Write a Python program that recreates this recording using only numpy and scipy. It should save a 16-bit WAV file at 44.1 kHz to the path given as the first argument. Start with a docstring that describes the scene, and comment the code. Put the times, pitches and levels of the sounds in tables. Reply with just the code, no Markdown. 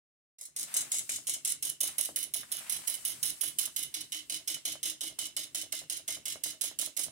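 """After a short silence, a homemade machine starts turning 5.6 times a second on a small room's carpet.
Strings and steel coil springs hold its shaft. Each turn jerks the springs: their coils clash in four
quick bursts while the frame clatters, loose parts knock and a string twangs. In the first four seconds
the strings rub hardest on the shaft and hooks slap the springs loudly. Then the springs sound duller
and the twang stands out, until the loud slaps return near the end."""
import sys
import numpy as np
from scipy import signal
from scipy.fft import rfft, irfft, next_fast_len
from scipy.io import wavfile

SR = 44100
rng = np.random.default_rng(int(sys.argv[2]) if len(sys.argv) > 2 else 0)


def materialize(psi):
    """Save the field psi as 16-bit PCM at rate SR to the path in sys.argv[1].

    A 1-D psi becomes a single channel; in a 2-D psi each row is a channel.
    """
    bounded = np.clip(np.atleast_2d(psi).T, -1, 1)
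    quanta = np.round(bounded * 32767).astype(np.int16)
    wavfile.write(sys.argv[1], SR, quanta)


N = 313551
SIZE = 16384  # samples in one short sound; T holds its times and HZ its frequencies
T = np.arange(SIZE) / SR
HZ = np.fft.rfftfreq(SIZE, 1 / SR)
SCENE_T = np.arange(N) / SR


def amp(db):
    """Turn decibels into a gain."""
    return 10 ** (np.asarray(db) / 20)


def unit(x):
    """Scale x to an average power of 1."""
    return x / np.sqrt(np.mean(np.abs(x) ** 2) + 1e-20)


def along(points, hz):
    """Read between (frequency, value) points on an octave scale."""
    freqs, values = np.transpose(points)
    return np.interp(np.log(hz + 1), np.log(freqs), values)


def hump(centre_hz, octaves):
    """A smooth hill of height 1 around one frequency."""
    return np.exp(-.5 * (np.log2((HZ + 1) / centre_hz) / octaves) ** 2)


def add(track, start_s, x):
    """Mix a short sound into the track."""
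    i = max(round(start_s * SR), 0)
    track[..., i:i + SIZE] += x[..., :max(N - i, 0)]


def filtered(x, response):
    """Scale each frequency of x by response(hz)."""
    size = next_fast_len(N + SIZE, real=True)
    return irfft(rfft(x, size) * response(np.fft.rfftfreq(size, 1 / SR)), size)[..., :N]


def struck(colour):
    """The response of a struck object with this tone colour: nothing sounds before the blow."""
    cepstrum = irfft(np.log(np.maximum(colour, 1e-6)))
    cepstrum[1:SIZE // 2] *= 2
    cepstrum[SIZE // 2 + 1:] = 0
    return np.exp(rfft(cepstrum))


def wobble(rate):
    """A wandering curve through `rate` random points a second."""
    points = rng.standard_normal(int(N * rate / SR) + 4)
    return np.interp(SCENE_T * rate, np.arange(len(points)), points)


def noise(spectrum, width):
    """Stereo noise with the given tone colour."""
    middle, side = filtered(rng.standard_normal((2, N)), lambda hz: amp(along(spectrum, hz)))
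    return unit(np.array([middle + width * side, middle - width * side]))


def taps(delay_s, length_s, scatter_db, count, fade_db=0):
    """A burst of tiny, uneven hits that fades by fade_db along its length."""
    when = length_s * (np.arange(count) + rng.random(count)) / count
    attack = np.minimum(.5 + when / .002, 1)
    sizes = attack * amp(scatter_db * rng.standard_normal(count) - fade_db * when / length_s)
    sizes *= rng.choice([-1, 1], count)
    samples = ((max(delay_s, 0) + when) * SR).astype(int)
    return np.bincount(samples, sizes / np.linalg.norm(sizes), SIZE)[:SIZE]


# How long the room's echo takes to fall 60 dB at fade_speed 1: frequency_hz, fade_s
ROOM_FADE = [(100, 0.93), (600, 0.24), (3000, 0.24), (8000, 0.19), (15000, 0.1)]

def room(wet_db, fade_speed=1, lag_s=.000355, shared_hz=900):
    """Sound reaches the right ear first, then the left, and the walls answer."""
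    hz = np.fft.rfftfreq(256, 1 / SR)[:, None]
    t = np.arange(SIZE // 128 + 1) * 128 / SR
    grains = rng.standard_normal((2, len(hz), len(t), 2)) @ [1, 1j]
    fade = amp(-60 * fade_speed * t / along(ROOM_FADE, hz))
    echo = signal.istft(grains * fade)[1] * (1 - np.exp(-T / .00027))
    middle, side = unit(rfft(echo))
    spread = np.pi / 4 * (1 - np.exp(-HZ / shared_hz))  # low notes are alike in both ears
    walls = np.cos(spread) * middle + np.sin(spread) * np.array([side, -side])
    lag = lag_s * (1 + rng.normal(0, .07))  # each blow comes from a slightly different direction
    direct = np.exp(-2j * np.pi * HZ * np.array([[lag], [0]]))
    return (direct + amp(wet_db) * walls) / np.hypot(1, amp(wet_db))


def spin_up(start_s=.382):
    """The running noises rise from silence as the machine gets going."""
    return np.interp(SCENE_T, [start_s, .55, .62], [.1, .2, 1]) * np.clip((SCENE_T - start_s) / .0047, 0, 1)


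LEAN_LEFT = amp([[1.3], [-1.3]])
# Tone colour of the frame's rumble: frequency_hz, level_db
RUMBLE_TONE = [(20, -29), (50, -13), (72, -1.5), (105, -4), (150, 4), (200, -8), (270, -1), (420, -8),
               (900, -27.5), (4000, -64)]

def rumble(level_db=-69):
    """The frame rumbles, swelling once with each turn of the shaft."""
    starts = np.array(SHAFT_TURNS)[:, 0]
    edges = np.append(starts, 2 * starts[-1] - starts[-2])
    angle = 2 * np.pi * np.interp(SCENE_T, edges, np.arange(len(edges)))
    swell = amp(level_db - 3.5 * np.cos(angle + .029) + 3.8 * wobble(25))
    return spin_up() * swell * noise(RUMBLE_TONE, width=.45) * LEAN_LEFT


# Tone colours of the strings' scrape and hiss: frequency_hz, level_db
SCRAPE_TONE = [(30, -21), (110, -8), (170, 0), (225, 7), (320, -16), (600, 2.5), (1000, 5), (1500, 6),
               (2200, 8), (3500, 4), (6000, -8.5), (16000, -11.5)]
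HISS_TONE = [(1500, -48), (4500, 0), (6500, 0.5), (8200, 8.5), (10000, 5), (12000, 0), (15500, -4.5)]
# Spells when the strings grip the shaft: peak_s, rise_s, fall_s, scrape_db, hiss_db
GRIPS = [(0.79, 0.35, 0.23, -51.5, -47), (1.02, 0.6, .7, -70, -51), (1.89, 0.086, 0.17, -54, -48),
         (2.06, 0.12, 0.098, -77, -42), (2.64, 0.32, 0.71, -52.5, -49.5), (2.9, 0.71, 1.83, -61, -48)]

def rubbing(light_scrape_db=-74.5, light_hiss_db=-65.5, swell_db=21):
    """The strings rub lightly on the shaft, and harder in spells that swell and fade."""
    scrape_gain, hiss_gain = amp(light_scrape_db), amp(light_hiss_db)
    for peak_s, rise_s, fall_s, scrape_db, hiss_db in GRIPS:
        spell = amp(-swell_db * np.maximum((peak_s - SCENE_T) / rise_s, (SCENE_T - peak_s) / fall_s))
        scrape_gain = np.hypot(scrape_gain, amp(scrape_db) * spell)
        hiss_gain = np.hypot(hiss_gain, amp(hiss_db) * spell)
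    scrape = scrape_gain * amp(1 + 3 * wobble(150)) * noise(SCRAPE_TONE, width=.88)
    hiss = hiss_gain * amp(wobble(60)) * noise(HISS_TONE, width=1)
    return spin_up() * (scrape + hiss * LEAN_LEFT)


# The twanging string is nearer, and so louder, later on: time_s, level_db
TWANG_LEVELS = [(1.5, -66), (3.6, -62.5), (4.5, -57), (7, -62)]

def twang(pitch_hz=313, peak_s=.052, sharpness=3.5, sag_hz_per_s=160):
    """A tight string swells and dies once a turn; its pitch flutters and sags as the pull lets go."""
    out = np.zeros(N)
    swell = (T / peak_s * np.exp(1 - T / peak_s)) ** sharpness
    for start_s, *_ in SHAFT_TURNS[1:]:
        db = np.interp(start_s, *np.transpose(TWANG_LEVELS)) + 2 * rng.standard_normal()
        flutter = .5 * np.interp(T, np.linspace(0, T[-1], 24), rng.standard_normal(24))
        hz = pitch_hz + rng.normal(0, 4.4) - sag_hz_per_s * (T - peak_s)
        add(out, start_s, amp(db) * swell * np.sin(2 * np.pi * np.cumsum(hz) / SR + flutter))
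    return out


# Tone colour of the frame when hit: frequency_hz, level_db
FRAME_TONE = [(40, -34), (130, -3.5), (300, 7.5), (430, -7.5), (800, -4), (1000, -3), (1600, 2), (2400, 2),
              (4500, -21), (9000, -4), (16000, 4)]
# The frame's hollow notes: pitch_hz, width_hz, level_db
HOLLOW_NOTES = [(552, 290, 10.5), (643, 57, 10)]

def frame_colour():
    """The wood and plastic frame answers a blow most strongly at its hollow notes."""
    notes = sum(amp(db) / (1 + (2 * (HZ - hz) / width) ** 2) for hz, width, db in HOLLOW_NOTES)
    return amp(along(FRAME_TONE, HZ)) * (1 + notes)


# How loud the frame's clatter is as time goes on: time_s, pull_db, slack_db
CLATTER_LEVELS = [(.38, -42, -43.5), (.7, -25.5, -29), (1.5, -28.5, -33.5), (2.3, -27.5, -31.5),
                  (3.3, -27, -34), (4, -30.5, -38.5), (4.6, -22.5, -27), (5.3, -23, -31), (6, -26, -27),
                  (7, -20, -27)]

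def clatter():
    """The frame clatters as the strings pull tight and again as they go slack."""
    out = np.zeros((2, N))
    colour = frame_colour() * amp(4 * hump(660, .27))
    when, pull_db, slack_db = np.transpose(CLATTER_LEVELS)
    for start_s, *_ in SHAFT_TURNS:
        pull = amp(np.interp(start_s, when, pull_db)) * taps(.001, .042, scatter_db=3, count=4)
        slack = amp(np.interp(start_s, when, slack_db)) * taps(.082, .036, scatter_db=3, count=3)
        accent_hz = 1000 * 2 ** rng.normal(0, .6)
        body = struck(unit(colour * amp(6 * hump(accent_hz, .6))))
        space = room(wet_db=-7, fade_speed=1.5, lag_s=.0002)
        add(out, start_s, irfft(rfft(pull + slack) * body * space))
    return out


# The loudest knocks of loose parts: start_s, level_db, pitch_hz
LOUD_KNOCKS = [(0.9405, -40.5, 900), (1.0935, -26, 2480), (1.8377, -39, 660), (1.9919, -37.5, 990),
               (2.0905, -34.5, 640), (2.1724, -33, 2020), (2.433, -36.5, 1560), (3.2394, -37.5, 1720),
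               (3.4352, -36, 1500), (3.635, -40, 1600), (3.677, -40.5, 1340), (5.735, -41, 1100),
               (6.0905, -39.5, 830)]

def knocks(gain_db=3, tip_s=.025, tip_db=-19, drop_s=.098, drop_db=-18.5, rocking_hz=920):
    """Loose parts knock on the frame; each pull also tips one, which then drops back."""
    out, colour = np.zeros((2, N)), frame_colour()
    when, pull_db, slack_db = np.transpose(CLATTER_LEVELS)
    rocking = []
    for delay_s, force_db in [(tip_s, pull_db + tip_db), (drop_s, slack_db + drop_db)]:
        for turn_s, *_ in SHAFT_TURNS:
            late_s, extra_db, octaves = rng.normal(0, [.009, 2.5, .39])
            db = np.interp(turn_s, when, force_db) + extra_db
            rocking.append((turn_s + delay_s + late_s, db, rocking_hz * 2 ** octaves))
    for start_s, db, hz in LOUD_KNOCKS + rocking:
        focus_db = 20 * (hump(hz, min(1100 / hz, 1.5)) - 1)
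        body = struck(colour * amp(focus_db))
        knock = irfft(body * room(wet_db=-4.5, fade_speed=1.84, lag_s=.00015))
        add(out, start_s, amp(db + gain_db) * knock / np.abs(knock).max())
    return out


# Tone colour of the steel springs: frequency_hz, level_db
STEEL_TONE = [(1000, -10.5), (1900, -15), (2600, -17.5), (3200, -6), (4000, -2.5), (4600, -13), (5600, -8),
              (6500, -3), (8300, -4.5), (9900, 2), (12000, -2.5), (15500, -6.5)]
# The springs' own notes: pitch_hz, width_hz, level_db
COIL_NOTES = [(2110, 110, -3), (2985, 27, 5.5), (3700, 47, -39.5), (4180, 130, -17), (5300, 340, -1),
              (5970, 14, -41), (6250, 190, 1.5), (7680, 190, -2), (8450, 65, -31), (9510, 290, 7.5),
              (10260, 210, 7.5), (11000, 160, -42.5)]

def coil_colour(stretch=1, notes_db=-1, blur_hz=35):
    """Changing tension shifts and blurs the springs' notes; thin wire gives off no bass."""
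    notes = sum(amp(db) ** 2 / (1 + (2 * (HZ - hz * stretch) / (width + blur_hz)) ** 2)
                for hz, width, db in COIL_NOTES)
    bass_cut = 1 / (1 + (1500 / (HZ + 1)) ** 4)
    power = amp(along(STEEL_TONE, HZ)) ** 2 + amp(notes_db) ** 2 * notes * bass_cut
    return unit(bass_cut * np.sqrt(power))


def coil_smear(spread_s):
    """Along a coil, high notes run ahead of low ones and smear each hit a little."""
    return np.exp(-2j * np.pi * spread_s * HZ * (1 - HZ / SR))


# The high treble is louder on the right: frequency_hz, left_minus_right_db
EAR_BALANCE = [(700, 4), (2000, 1.5), (3200, 0), (5500, 3), (7200, 7), (8400, 6), (9900, -11), (11500, -7),
               (13000, -4), (15500, 1)]

def balance(pan_db):
    """Share each frequency between left and right, keeping the total power."""
    gains = amp(np.outer([.5, -.5], along(EAR_BALANCE, HZ) + pan_db))
    return gains / np.sqrt(np.mean(gains ** 2, axis=0))


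# The hardest slaps of a hook on its spring: start_s, level_db
HARD_SLAPS = [(1.0939, -26), (1.294, -22), (1.5209, -17.5), (1.699, -19.5), (1.812, -14), (2.0104, -13.5),
              (2.3472, -27), (2.8806, -17.5), (3.238, -22), (3.414, -24), (3.6154, -29), (3.6552, -21.5),
              (6.4377, -19.5), (6.6169, -14), (6.974, -17.5)]

def hook_slaps(gain_db=13, share_of_turns=.58, above_jerk_db=4, within_s=.086):
    """A hook slaps its spring with a bright click; lighter slaps fall at random as the springs shake."""
    out = np.zeros((2, N))
    brighten = amp(along([(3000, -4), (9000, 5), (13000, 4.5)], HZ))
    body = struck(unit(coil_colour() * brighten))
    light_slaps = []
    for turn_s, jerk_db, _ in SHAFT_TURNS:
        chance, late = rng.random(2)
        if chance < share_of_turns:
            light_slaps.append((turn_s + within_s * late, jerk_db + above_jerk_db))
    for start_s, db in HARD_SLAPS + light_slaps:
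        blow = rfft(taps(0, .0012, scatter_db=2, count=5)) * coil_smear(.0015)
        click = irfft(blow * body * room(wet_db=-10) * balance(pan_db=-16))
        add(out, start_s, amp(db + gain_db) * click)
    return out


# Long-lasting notes of the steel: pitch_hz, level_db, fade_s (time to fall 60 dB)
RING_NOTES = [(2724, -56, .7), (3030, -59, .45), (4856, -61, .5), (7480, -60, .3)]

def steel_ring():
    """Shaken steel keeps ringing on a few pure notes."""
    return sum(amp(db - 60 * T / fade_s) * np.sin(2 * np.pi * hz * T + rng.uniform(0, 2 * np.pi))
               for hz, db, fade_s in RING_NOTES)


# Each turn of the shaft jerks the springs: start_s, jerk_db, rebound_db (added to jerk_db)
SHAFT_TURNS = [(0.384, -54, 12.5), (0.5618, -34, 0), (0.7393, -30.5, 0.5), (0.916, -28.5, -1.5),
               (1.091, -32, 1.5), (1.2682, -31, 1.5), (1.4475, -28, -3), (1.6242, -30, -0.5),
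               (1.804, -27, -2.5), (1.981, -27, -3), (2.1591, -27.5, -4), (2.337, -28, -10),
               (2.5166, -28.5, -9), (2.695, -28, -2.5), (2.872, -28, -4), (3.0491, -28, -3),
               (3.228, -26, -3), (3.409, -27.5, -3.5), (3.5846, -24, -9), (3.761, -28, -6),
               (3.9397, -32, -8), (4.1195, -34, -3.5), (4.2959, -33.5, -1.5), (4.474, -29.5, -5),
               (4.6514, -30, -3.5), (4.829, -32, -1), (5.0072, -33, -2.5), (5.1869, -32, -1.5),
               (5.3643, -30, -8), (5.546, -31, -5.5), (5.721, -30.5, -7), (5.897, -31.5, -5.5),
               (6.077, -31.5, -4), (6.2544, -33, 0), (6.4347, -30, -6.5), (6.61, -30.5, -1.5),
               (6.7865, -29, -4), (6.9655, -31, 1.5)]
# The coils meet again three times after a jerk: delay_s, length_s, level_db
COIL_REBOUNDS = [(0.0253, .012, 0), (.044, .017, -5.5), (.067, .011, -3.5)]
# How the springs sound to a moving listener: time_s, brightness_db, left_minus_right_db
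SPRING_VIEW = [(.5, 3, -1.5), (1.1, 2, -2), (1.8, 8.5, -2.5), (2.5, 8, -5), (3.1, 10.5, -5.5),
               (3.75, 7, -5.5), (3.95, -2, -6), (4.6, 1, -5), (6.2, 0.5, -6), (6.9, 4.5, -8.5)]
# A small and a large spring each sing out when the listener is near: time_s, small_db, large_db
SPRING_ZING = [(.4, 6.5, -11.5), (1, 11, -1.5), (1.6, 4, -1.5), (2.199, -3.5, -1), (3, -2.5, 1.5),
               (5, 3, 1), (7, 2.5, -2)]

def springs(gain_db=29, jerk_s=.012, chatter_db=-4, small_hz=7700, large_hz=2980):
    """Each jerk makes the coils clash and rebound three times, hard and bright, over a darker chatter."""
    out = np.zeros((2, N))
    treble = np.clip(np.log2((HZ + 1) / 5000), 0, 1)
    view_s, brightness, pan = np.transpose(SPRING_VIEW)
    zing_s, small_db, large_db = np.transpose(SPRING_ZING)
    for start_s, jerk_db, rebound_db in SHAFT_TURNS:
        bright_db, pan_db = np.interp(start_s, view_s, brightness), np.interp(start_s, view_s, pan)
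        bursts = [(.00018, jerk_s, 0)]
        bursts += [(delay, length, db + rebound_db + rng.normal(0, 2.5))
                   for delay, length, db in COIL_REBOUNDS]
        clashes = sum(amp(jerk_db + db) * taps(delay, length, scatter_db=3.5, count=12, fade_db=6.5)
                      for delay, length, db in bursts)
        shake_db = jerk_db + .5 * rebound_db - bright_db / 3
        chatter = amp(shake_db + chatter_db) * taps(0, .08, scatter_db=2, count=120)
        # the tension and the places where the coils meet change from turn to turn
        stretch = 1 + rng.normal(0, .005)
        places_db = np.interp(HZ, np.linspace(0, SR / 2, 60), rng.standard_normal(60))
        zing_db = np.interp(start_s, zing_s, small_db) * hump(small_hz, .22)
        zing_db += np.interp(start_s, zing_s, large_db) * hump(large_hz, .21)
        colour = coil_colour(stretch) * amp((bright_db - 10) * treble + zing_db + places_db)
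        bright_body = struck(unit(colour * amp(5 * treble)))
        dark_body = struck(unit(colour * amp(-8 * treble)))
        hard = rfft(clashes) * coil_smear(.0014) * bright_body * room(wet_db=-1.5)
        soft = rfft(chatter) * dark_body * room(wet_db=-2)
        rattle = irfft((hard + soft) * balance(pan_db))
        ring = amp(shake_db - bright_db / 2) * steel_ring()
        add(out, start_s, amp(gain_db) * (rattle + ring))
    return out


def scene():
    """All parts of the machine together."""
    return springs() + hook_slaps() + knocks() + clatter() + twang() + rumble() + rubbing()


def record(dry):
    """Cut away the very highest treble."""
    top_hz = 15850
    return filtered(dry, lambda hz: np.clip((top_hz - hz) / 200 + .5, 0, 1))


dry = scene()
out = record(dry)
materialize(out)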